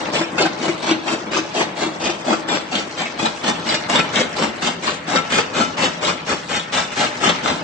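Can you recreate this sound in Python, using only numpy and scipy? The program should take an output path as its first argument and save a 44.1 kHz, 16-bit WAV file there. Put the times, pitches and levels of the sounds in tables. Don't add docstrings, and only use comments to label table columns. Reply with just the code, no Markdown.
import sys
import numpy as np
from scipy import signal
from scipy.fft import rfft, irfft, next_fast_len
from scipy.io import wavfile

SR = 44100
rng = np.random.default_rng(int(sys.argv[2]) if len(sys.argv) > 2 else 0)


def waveform_to_disk(signal):
    frames = np.transpose(np.atleast_2d(signal))
    scaled = np.clip(frames, -1, 1) * 32767
    samples = np.round(scaled).astype(np.int16)
    wavfile.write(sys.argv[1], SR, samples)


N = 336483
TIME_S = np.arange(N) / SR
STROKE_S, FIRST_CLOSED_S = 0.236, 0.19

# grip_s, bite_db, crest_db, low_mid_db
JAW_STROKES = [(0.135, -20.5, -20.5, 0.5), (0.379, -24, -21, 3), (.595, -34, -22, 4), (0.83, -26, -21, -1),
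               (1.07, -24.5, -23.5, 4), (1.323, -22.5, -20, -0.5), (1.548, -25, -21, 2.5),
               (1.77, -29.5, -21.5, 2.5), (2.009, -27.5, -20, -4.5), (2.256, -28, -22, 9),
               (2.484, -28, -19.5, -4.5), (2.725, -22, -22, -3.5), (2.979, -25.5, -21.5, -2.5),
               (3.195, -24.5, -22, -3), (3.439, -25, -20, 2), (3.669, -23, -20, -5), (3.9, -22, -16.5, -1),
               (4.139, -23.5, -19.5, 1), (4.366, -31, -21, 4.5), (4.624, -20, -21, 1.5),
               (4.836, -22.5, -22.5, -2), (5.082, -27.5, -22.5, 4), (5.31, -22, -20, -1.5),
               (5.545, -26, -19.5, 3), (5.781, -22, -18, -1), (6.022, -27, -19, 3), (6.273, -28.5, -22, -1),
               (6.496, -23.5, -19, -5), (6.733, -18.5, -18, -6.5), (6.969, -22, -18, 0),
               (7.21, -26, -17, 1.5), (7.439, -27, -21, 3.5)]
# start_s, crumble_db, crack_db
LUMP_SPLITS = [(.215, -19, -4), (0.38, -10.5, -26), (.409, -18, -12), (0.458, -15, -13), (.68, -13, -13),
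               (.894, -27, -7), (0.904, -18.5, -9), (0.912, -18.5, -1), (1.334, -29, -8),
               (1.369, -18.5, -9), (1.609, -12, -16), (1.859, -19, -12), (2.098, -14.5, -7),
               (2.272, -25, -2.5), (2.331, -16.5, -5), (2.484, -11.5, -17), (2.572, -22, 0.5),
               (3.192, -20, -13), (3.255, -13, -16), (3.691, -28, -12), (3.742, -11.5, -2),
               (3.899, -27.5, -1), (3.953, -17, -9), (3.985, -18, -7), (3.993, -12.5, -8),
               (4.204, -11, -20), (4.424, -26, 0), (4.435, -21, -9), (5.156, -10.5, -19), (5.181, -22, -12),
               (5.322, -20, -4), (5.384, -11, -9), (6.034, -17.5, -18.5), (6.322, -18, -17),
               (6.784, -29, -16), (6.918, -19.5, -18), (7.03, -31, -4), (7.235, -30, -17), (7.292, -10, -8),
               (7.46, -27, 0), (7.5, -22, -5)]
# start_s, boom_db, pitch_hz
JAW_THUMPS = [(0.209, -16.5, 332), (.4, -15.5, 373), (0.428, -16, 347), (0.449, -15, 324), (.655, -25, 326),
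              (0.691, -14, 341), (.893, -17, 323.5), (.911, -9.5, 320), (1.211, -26, 332),
              (1.312, -25, 334), (1.387, -13, 322.5), (1.604, -17.5, 330), (1.862, -17, 322.4),
              (2.093, -17.5, 337), (2.286, -21, 328), (2.325, -11.5, 324), (2.487, -16.5, 322),
              (2.54, -17, 300), (2.753, -17, 295.5), (3.234, -14.5, 330), (3.439, -22, 346),
              (3.661, -21.5, 330), (3.947, -25, 340), (4.162, -20, 340), (4.413, -16, 322),
              (6.995, -26, 336), (7.033, -34, 334)]
# start_s, favoured_hz, level_db
PLATE_HITS = [(0.412, 1620, -4), (.458, 860, -12), (3.229, 236, -10.5), (3.25, 830, -9.5),
              (3.486, 828, -9.5), (3.7, 830, -11), (3.51, 234, -10.5), (3.935, 513, -24), (3.952, 598, -17),
              (3.976, 237, -5.5), (3.992, 1309, -1), (4.415, 252, -12), (5.152, 510, -13),
              (5.169, 1330, -13.5), (5.375, 510, -8.5), (5.605, 239.4, -7), (5.612, 1330, -14),
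              (5.835, 510, -14), (6.082, 1330, -24), (6.737, 2100, -20), (7.237, 1247, -9.5),
              (7.275, 232, -1.5), (7.48, 1245, -17.5)]
# start_s, pitch_hz, level_db
TOOTH_HITS = [(0.159, 2800, -22), (0.211, 1600, -23), (0.423, 2740, -18), (.422, 4600, -17),
              (0.454, 1560, -18.5), (0.89, 2870, -27), (0.909, 3050, -19), (1.081, 2720, -20),
              (1.364, 1123, -15.5), (1.367, 3090, -22.5), (1.372, 5750, -22.5), (1.564, 2860, -21.5),
              (1.606, 1796, -18), (2.057, 2910, -21.5), (2.295, 676, -20), (2.306, 978, -14),
              (2.328, 1287, -15.5), (2.753, 3270, -16.5), (3.056, 2350, -21.5), (3.262, 984, -20.5),
              (3.495, 1780, -25), (3.494, 370, -23), (3.5, 1007, -20.5), (3.689, 4480, -16),
              (3.708, 3470, -20), (3.744, 4050, -18), (3.957, 3290, -11.5), (4.158, 3340, -14),
              (4.202, 1600, -19.5), (4.367, 4390, -25.5), (4.672, 3170, -18.5), (4.868, 4280, -20),
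              (4.877, 1105, -16), (4.879, 2680, -21), (5.152, 1154, -17), (5.175, 2305, -18),
              (5.324, 3240, -17), (5.385, 2830, -22.5), (5.385, 440, -14.5), (5.822, 1116, -22),
              (5.821, 4280, -22), (6.029, 1113, -22.5), (6.049, 3490, -17), (6.079, 1107, -18),
              (6.098, 1430, -23), (6.308, 1216, -22), (6.322, 2450, -29), (6.596, 3490, -23),
              (6.779, 1123, -16), (6.779, 4220, -25), (7.065, 2600, -21), (7.269, 2860, -18),
              (7.289, 1284, -14.5), (7.292, 3440, -13.5), (7.459, 1240, -18)]
# time_s, rumble_db, chips_db
IDLE_LEVELS = [(0.0, -25.5, -26), (0.25, -29.5, -33), (0.58, -30, -30.5), (0.78, -31, -32),
               (2.34, -31, -35), (3.27, -34.5, -31.5), (3.59, -30, -30), (3.89, -28, -28),
               (4.99, -36, -35.5), (5.33, -32.5, -30), (5.8, -32.5, -32), (6.63, -38, -34),
               (7.33, -31.5, -27.5), (7.63, -29, -27)]
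# time_s, outlet_share (0 mouth, 1 outlet)
MIC_PATH = [(0, 0), (2.3, 0.1), (2.9, 0.54), (3.8, 0.64), (4.8, 0.96), (6.3, 0.91), (7.63, 0.85)]

# freq_hz, density_db
MOUTH_SPECTRUM = [(40, -32), (70, -20.5), (110, -30), (160, 1), (230, 6), (450, 4), (650, 6.5), (900, 7),
                  (1400, -0.5), (2200, -5.5), (3800, -2), (5000, -8), (7800, -13), (9500, -25.5)]
# freq_hz, density_db
OUTLET_SPECTRUM = [(40, -25), (70, -6), (110, -7), (160, -19.5), (240, 5.5), (350, 1.5), (600, 1),
                   (1200, 7.5), (1800, 8.5), (3300, 0), (4800, 1.5), (7800, -8.5), (9500, -28.5)]
# freq_hz, density_db
RUMBLE_SPECTRUM = [(25, -47), (45, -7), (70, 2.5), (120, -1.5), (170, 7), (250, 5.5), (420, 2.5), (600, -1),
                   (900, 0), (1300, -4), (2500, -48.5)]
# freq_hz, density_db
CHIP_SPECTRUM = [(300, -17), (700, 21), (1100, 16.5), (2000, 17.5), (3300, 11), (5000, 11.5), (7800, 2),
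                 (9500, -32)]
# pitch_hz, level_db
STONE_RING = [(1100, -9), (1600, -3.5), (2400, -0.5), (3500, 0), (4500, -3.5), (6600, -5.5)]
# pitch_hz, width_hz, mouth_db, outlet_db
FRAME_MODES = [(171.8, 11, -23.5, -11), (236, 78, -14.5, -7.5), (325, 15.3, -4.5, -16),
               (516, 23, -35, -13.5), (595, 21, -12, -9), (836.5, 33, -10.5, -7), (1260, 20, -27, -13.5),
               (1338.3, 11.7, -15.5, -6.5), (1544, 21, -16.5, -10.5), (2130, 22, -26.5, -10),
               (2875, 49, -17, -8.5), (3407, 49, -31, -12.5), (3626, 20, -26, -8.5), (4380, 56, -19, -18),
               (5130, 45, -29.5, -28.5), (5700, 43, -18, -18.5), (7210, 53, -28, -10.5),
               (7620, 130, -18.5, -13.5)]
# pitch_hz, t60_s, mouth_db, outlet_db
CHAMBER_MODES = [(158, 0.12, -17.5, -20), (227.5, 0.25, -18, 9), (329, 0.13, 6, -13.5), (383, 0.06, 0, -12),
                 (483, 0.025, -41.5, 18), (605, 0.12, -9.5, -14), (754, 0.045, -7, -11.5),
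                 (875, 0.062, -26, 0.5)]
# pitch_hz, width_hz, level_db
JOLT_MODES = [(520, 380, -9), (1300, 900, -3), (3100, 1500, -9)]
# freq_hz, correlation
EAR_CORRELATION = [(60, 1), (170, 1), (350, 0.87), (700, 0.43), (1300, 0), (3000, 0.43), (8000, 0)]
# freq_hz, left_over_right_db
EAR_BALANCE = [(40, 9), (90, -2.5), (180, 1), (330, 4.5), (700, 2.5), (1400, 3.5), (2800, 0), (5500, 1.5),
               (8500, 6.5)]
# freq_hz, t60_s
HALL_DECAY = [(100, 0.2), (500, 0.99), (2000, 0.9), (8000, 0.27)]


def crushing(outlet):
    start_s, crumble_db, crack_db = np.transpose(LUMP_SPLITS)
    force = jaw_force() * from_db(drift(corner_hz=24))
    crumbling = bursts(start_s, crumble_db, decay_s=0.018)
    cracking = bursts(start_s, crack_db, decay_s=0.00018)
    drive = cracks(per_s=7000, spread_db=1) * force
    drive += from_db(-5.5) * cracks(per_s=9000, spread_db=2.5) * (crumbling + cracking)
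    closed_s = FIRST_CLOSED_S + np.arange(len(JAW_STROKES)) * STROKE_S
    low_mid_db = np.interp(TIME_S, closed_s, [row[3] for row in JAW_STROKES]) + 8.2 * outlet + 3
    stone = colour(drive, MOUTH_SPECTRUM, OUTLET_SPECTRUM, outlet, low_mid_db,
                   norm_above_hz=900, flicker_db=6)
    clinks = shards(force + crumbling, spread_db=3.5, count=3000, cycles=22)
    return (from_db(-6) * stone + from_db(-6.5) * frame(drive, outlet)
            + from_db(-2) * clinks + from_db(-1.5) * pinched_lumps(drive))


def jaw_force(bite_s=0.017, crest_lead_s=0.026, release_db_per_s=230):
    force = np.zeros(N)
    for turn, (grip_s, bite_db, crest_db, _) in enumerate(JAW_STROKES):
        closed_s = FIRST_CLOSED_S + turn * STROKE_S
        span = slice(*np.searchsorted(TIME_S, [grip_s - bite_s, grip_s + STROKE_S]))
        contact = np.interp(TIME_S[span], [grip_s - bite_s, grip_s], [0, 1])
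        load_db = np.interp(TIME_S[span], [grip_s, closed_s - crest_lead_s], [bite_db, crest_db])
        release_db = release_db_per_s * np.maximum(TIME_S[span] - closed_s, 0)
        force[span] += contact * from_db(load_db - release_db)
    return force


def cracks(per_s, spread_db):
    sizes = (rng.random(N) < per_s / SR) * from_db(spread_db * np.minimum(rng.exponential(1, N), 4))
    return unit_rms(sizes * rng.standard_normal((2, 2, N)))


def frame(drive, outlet, count=len(FRAME_MODES)):
    out = 0
    for k, (hz, width_hz, mouth_db, outlet_db) in enumerate(FRAME_MODES[:count]):
        mode = ring(drive[k % 2], hz, width_hz) * np.sqrt(4 * np.pi * width_hz / SR)
        out += stereo(mode, hz) * (from_db(mouth_db) * (1 - outlet) + from_db(outlet_db) * outlet)
    return out


def pinched_lumps(drive, low_hz=1150, high_hz=7400, min_width_hz=45, max_q=65, count=12):
    edges = [0] + [int(row[0] * SR) - SR // 50 for row in JAW_STROKES[1:]] + [N]
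    out = np.zeros((2, N))
    for start, end in zip(edges, edges[1:]):
        samples = np.arange(end - start)
        steps = (np.arange(count) + rng.random(count)) / count
        lag_cycles = rng.random((count, 2))
        for k, hz in enumerate(low_hz * (high_hz / low_hz) ** steps):
            width_hz = max(min_width_hz, hz / max_q)
            mode = ring(drive[k % 2, k // 2 % 2, start:end], hz, width_hz)
            mode *= from_db(at_hz(STONE_RING, hz)) * np.sqrt(4 * np.pi * width_hz / SR / count)
            ears = [np.interp(samples - lag * SR / hz, samples, mode) for lag in lag_cycles[k]]
            out[:, start:end] += ear_gains(hz) * ears
    return out


def shards(envelope, spread_db, count, cycles, rise_s=0.0074, max_decay_s=0.007):
    draws = rng.random((count, 6))
    age_s = np.arange(1400) / SR
    starts = (draws[:, 0] * N).astype(int)
    low_hz, high_hz = STONE_RING[0][0], STONE_RING[-1][0]
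    pitch_hz = low_hz * (high_hz / low_hz) ** draws[:, 1]
    sizes = from_db(at_hz(STONE_RING, pitch_hz) + spread_db * np.minimum(-np.log(1 - draws[:, 2]), 3))
    decay_s = np.minimum(cycles / pitch_hz * (0.5 + draws[:, 3]), max_decay_s)
    sizes *= envelope[starts] / np.sqrt(np.sum(sizes ** 2 * decay_s) * SR / (4 * N))
    ear_phases = draws[:, 4:, None]
    swell = 1 - np.exp(-age_s / rise_s)
    out = np.zeros((2, N + len(age_s)))
    for at, hz, size, tau_s, phase in zip(starts, pitch_hz, sizes, decay_s, ear_phases):
        wave = np.sin(2 * np.pi * (hz * age_s + phase))
        out[:, at:at + len(age_s)] += size * ear_gains(hz) * swell * np.exp(-age_s / tau_s) * wave
    return out[:, :N]


def fractures():
    start_s, _, crack_db = np.transpose(LUMP_SPLITS)
    scatter_db = rng.normal(0, 2.5, (len(LUMP_SPLITS), len(JOLT_MODES), 2))
    out = 0
    for k, (hz, width_hz, level_db) in enumerate(JOLT_MODES):
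        jolts = np.zeros((2, N))
        jolts[:, (start_s * SR).astype(int)] = from_db(crack_db + level_db + scatter_db[:, k].T)
        out += (-1) ** k * radiated(ring(jolts, hz, width_hz), hz) * ear_gains(hz)
    return butter(out, 1, 5000)


def chamber_booms(outlet, contact_hz=900, nominal_hz=330):
    age_s = np.arange(SR // 4) / SR
    scatters_db = rng.normal(0, 0.63, (len(JAW_THUMPS), len(CHAMBER_MODES)))
    out = np.zeros((2, N + len(age_s)))
    for (start_s, boom_db, pitch_hz), scatter_db in zip(JAW_THUMPS, scatters_db):
        at = int(start_s * SR)
        for k, (hz, t60_s, mouth_db, outlet_db) in enumerate(CHAMBER_MODES):
            mode = np.cos(2 * np.pi * hz * pitch_hz / nominal_hz * age_s) * from_db(-60 * age_s / t60_s)
            level_db = boom_db + mouth_db + (outlet_db - mouth_db) * outlet[at] + scatter_db[k]
            out[:, at:at + len(age_s)] += (-1) ** k * mode * from_db(level_db) * ear_gains(hz)
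    return from_db(-2.5) * butter(out[:, :N], 2, contact_hz)


def plate_clanks(reach_octaves=0.022, floor_db=-24):
    start_s, favoured_hz, blow_db = np.transpose(PLATE_HITS)
    angles_rad = rng.standard_normal((len(PLATE_HITS), len(FRAME_MODES)))
    out = 0
    for k, (hz, width_hz, *_) in enumerate(FRAME_MODES):
        favour = np.exp(-(np.log2(hz / favoured_hz) / reach_octaves) ** 2) + from_db(floor_db)
        mid_side = [np.cos(angles_rad[:, k]), np.sin(angles_rad[:, k])]
        blows = np.zeros((2, N))
        blows[:, (start_s * SR).astype(int)] = from_db(blow_db) * favour * mid_side
        out += (-1) ** k * stereo(radiated(ring(blows, hz, width_hz), hz), hz)
    return from_db(4.5) * butter(out, 1, 5000)


def tooth_knocks(span_octaves=0.75, rise_s=0.00033, decay_s=0.019, crack_s=0.0017, count=6):
    age_s = np.arange(SR // 10) / SR
    envelope = (1 - np.exp(-age_s / rise_s)) * np.exp(-age_s / decay_s)
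    out = np.zeros((2, N + len(age_s)))
    all_draws = rng.random((len(TOOTH_HITS), 3, count, 1))
    for (start_s, pitch_hz, level_db), draws in zip(TOOTH_HITS, all_draws):
        steps = (np.arange(count)[:, None] + draws[0]) / count - 0.5
        modes_hz = pitch_hz * 2 ** (span_octaves * steps)
        modes = np.cos(np.pi * steps) * np.sin(2 * np.pi * (modes_hz * age_s + draws[1:]))
        noise = butter(rng.standard_normal((2, len(age_s))), 1, [pitch_hz / 2, pitch_hz * 2], "band")
        crack = from_db(-1) * unit_rms(noise) * np.exp(-age_s / crack_s)
        knock = envelope * unit_rms(modes.sum(axis=1)) + crack
        at = int(start_s * SR)
        out[:, at:at + len(age_s)] += knock * from_db(level_db) * ear_gains(pitch_hz)
    return from_db(-1) * out[:, :N]


def falling_chips(level_db, lag_s=0.13, swing_db=0.5):
    opening = np.cos(2 * np.pi * (TIME_S - FIRST_CLOSED_S - lag_s) / STROKE_S)
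    flow = from_db(level_db + swing_db * opening + 0.8 * drift(corner_hz=17))
    grit = colour(cracks(per_s=2600, spread_db=0), CHIP_SPECTRUM, flicker_db=7)
    pebbles = shards(flow, spread_db=2.6, count=4400, cycles=20)
    return from_db(-6) * flow * grit + from_db(2.4) * pebbles


def drive_rumble(level_db, outlet):
    shake = rng.standard_normal((2, 2, N))
    full = colour(shake, RUMBLE_SPECTRUM)
    thin = butter(full, 1, 150, "high")
    rumble = thin + outlet ** 4 * (full - thin)
    drone = frame(butter(shake[::-1], 2, 900), outlet, count=8)
    return from_db(level_db + 0.5 + 1.6 * drift(corner_hz=35)) * (rumble + drone)


def hall(x, count=10):
    size = next_fast_len(N + SR)
    hz = np.arange(size // 2 + 1) * SR / size
    t60_s = at_hz(HALL_DECAY, hz + 1)
    out = []
    for channel in x:
        response = 0
        for k, lag_s in enumerate(rng.uniform(0.018, 0.07, count)):
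            loop = np.exp(-lag_s * (np.log(1000) / t60_s + 2j * np.pi * hz))
            response += (-1) ** k * loop / (1 - loop)
        out.append(irfft(rfft(channel, size) * response, size)[:N] / np.sqrt(count))
    return np.array(out)


def colour(drive, spectrum, other=None, share=0, low_mid_db=0, norm_above_hz=0, flicker_db=0):
    edges_hz = 25 * 2 ** (np.arange(19) / 2)
    centres_hz = np.sqrt(edges_hz[1:] * edges_hz[:-1])
    counted_hz = np.diff(edges_hz) * (centres_hz > norm_above_hz)
    gains = [from_db(at_hz(points, centres_hz)) for points in (spectrum, other or spectrum)]
    first, second = [g / np.sqrt(np.sum(g ** 2 * counted_hz) * 2 / SR) for g in gains]
    boost = from_db(low_mid_db) - 1
    out = 0
    for k, hz in enumerate(centres_hz):
        band = butter(drive[k % 2] + 1e-18, 2, edges_hz[k:k + 2], "band")
        gain = first[k] + share * (second[k] - first[k])
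        gain *= 1 + boost / (1 + (hz / 850) ** 4 + (170 / hz) ** 4)
        if flicker_db:
            gain *= from_db(flicker_db * np.tanh(drift(corner_hz=12)))
        out += gain * stereo(band, hz)
    return out


def bursts(start_s, level_db, decay_s):
    hits = np.zeros(N)
    hits[(start_s * SR).astype(int)] = from_db(level_db)
    return signal.lfilter([1], [1, -np.exp(-1 / (decay_s * SR))], hits + 1e-18)


def ring(x, hz, width_hz):
    r, w = np.exp(-np.pi * width_hz / SR), 2 * np.pi * hz / SR
    return signal.lfilter([0, np.sin(w)], [1, -2 * r * np.cos(w), r * r], x + 1e-18)


def radiated(x, hz):
    return np.diff(x, prepend=0) * SR / (2 * np.pi * hz)


def stereo(pair, hz):
    alike = at_hz(EAR_CORRELATION, hz)
    mid, side = np.sqrt((1 + alike) / 2) * pair[0], np.sqrt((1 - alike) / 2) * pair[1]
    return np.array([mid + side, mid - side]) * ear_gains(hz)


def ear_gains(hz):
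    return from_db(at_hz(EAR_BALANCE, hz) * np.array([[0.5], [-0.5]]))


def drift(corner_hz, hop=40, settle=2000):
    r = np.exp(-2 * np.pi * corner_hz * hop / SR)
    slow = signal.lfilter([1], [1, -2 * r, r * r], rng.standard_normal(N // hop + settle + 2))[settle:]
    return np.interp(np.arange(N) / hop, np.arange(len(slow)), unit_rms(slow))


def butter(x, order, hz, kind="low"):
    return signal.sosfilt(signal.butter(order, hz, kind, fs=SR, output="sos"), x)


def from_db(db):
    return 10 ** (np.asarray(db) / 20)


def unit_rms(x):
    return x / np.sqrt(np.mean(x ** 2) + 1e-20)


def in_time(rows):
    time_s, *columns = np.transpose(rows)
    return [np.interp(TIME_S, time_s, column) for column in columns]


def at_hz(points, hz):
    freq_hz, values = np.transpose(points)
    return np.interp(np.log(hz), np.log(freq_hz), values)


def scene():
    outlet, = in_time(MIC_PATH)
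    rumble_db, chips_db = in_time(IDLE_LEVELS)
    crusher = crushing(outlet) + fractures() + chamber_booms(outlet) + plate_clanks() + tooth_knocks()
    echo = from_db(-13) * hall(crusher)
    return crusher + echo + drive_rumble(rumble_db, outlet) + falling_chips(chips_db)


def record(dry):
    low_cut_hz, step_hz, cutoff_hz, ceiling = 106, 8200, 9550, 0.82
    thin = butter(dry, 2, low_cut_hz, "high")
    rounded = thin / (1 + (thin / ceiling) ** 6) ** (1 / 6)
    body = signal.sosfilt(signal.ellip(7, 0.2, 50, step_hz, fs=SR, output="sos"), rounded)
    top = from_db(-9) * butter(rounded, 8, 8500, "high")
    return signal.sosfilt(signal.ellip(10, 0.2, 90, cutoff_hz, fs=SR, output="sos"), body + top)


dry = scene()
out = record(dry)
waveform_to_disk(out)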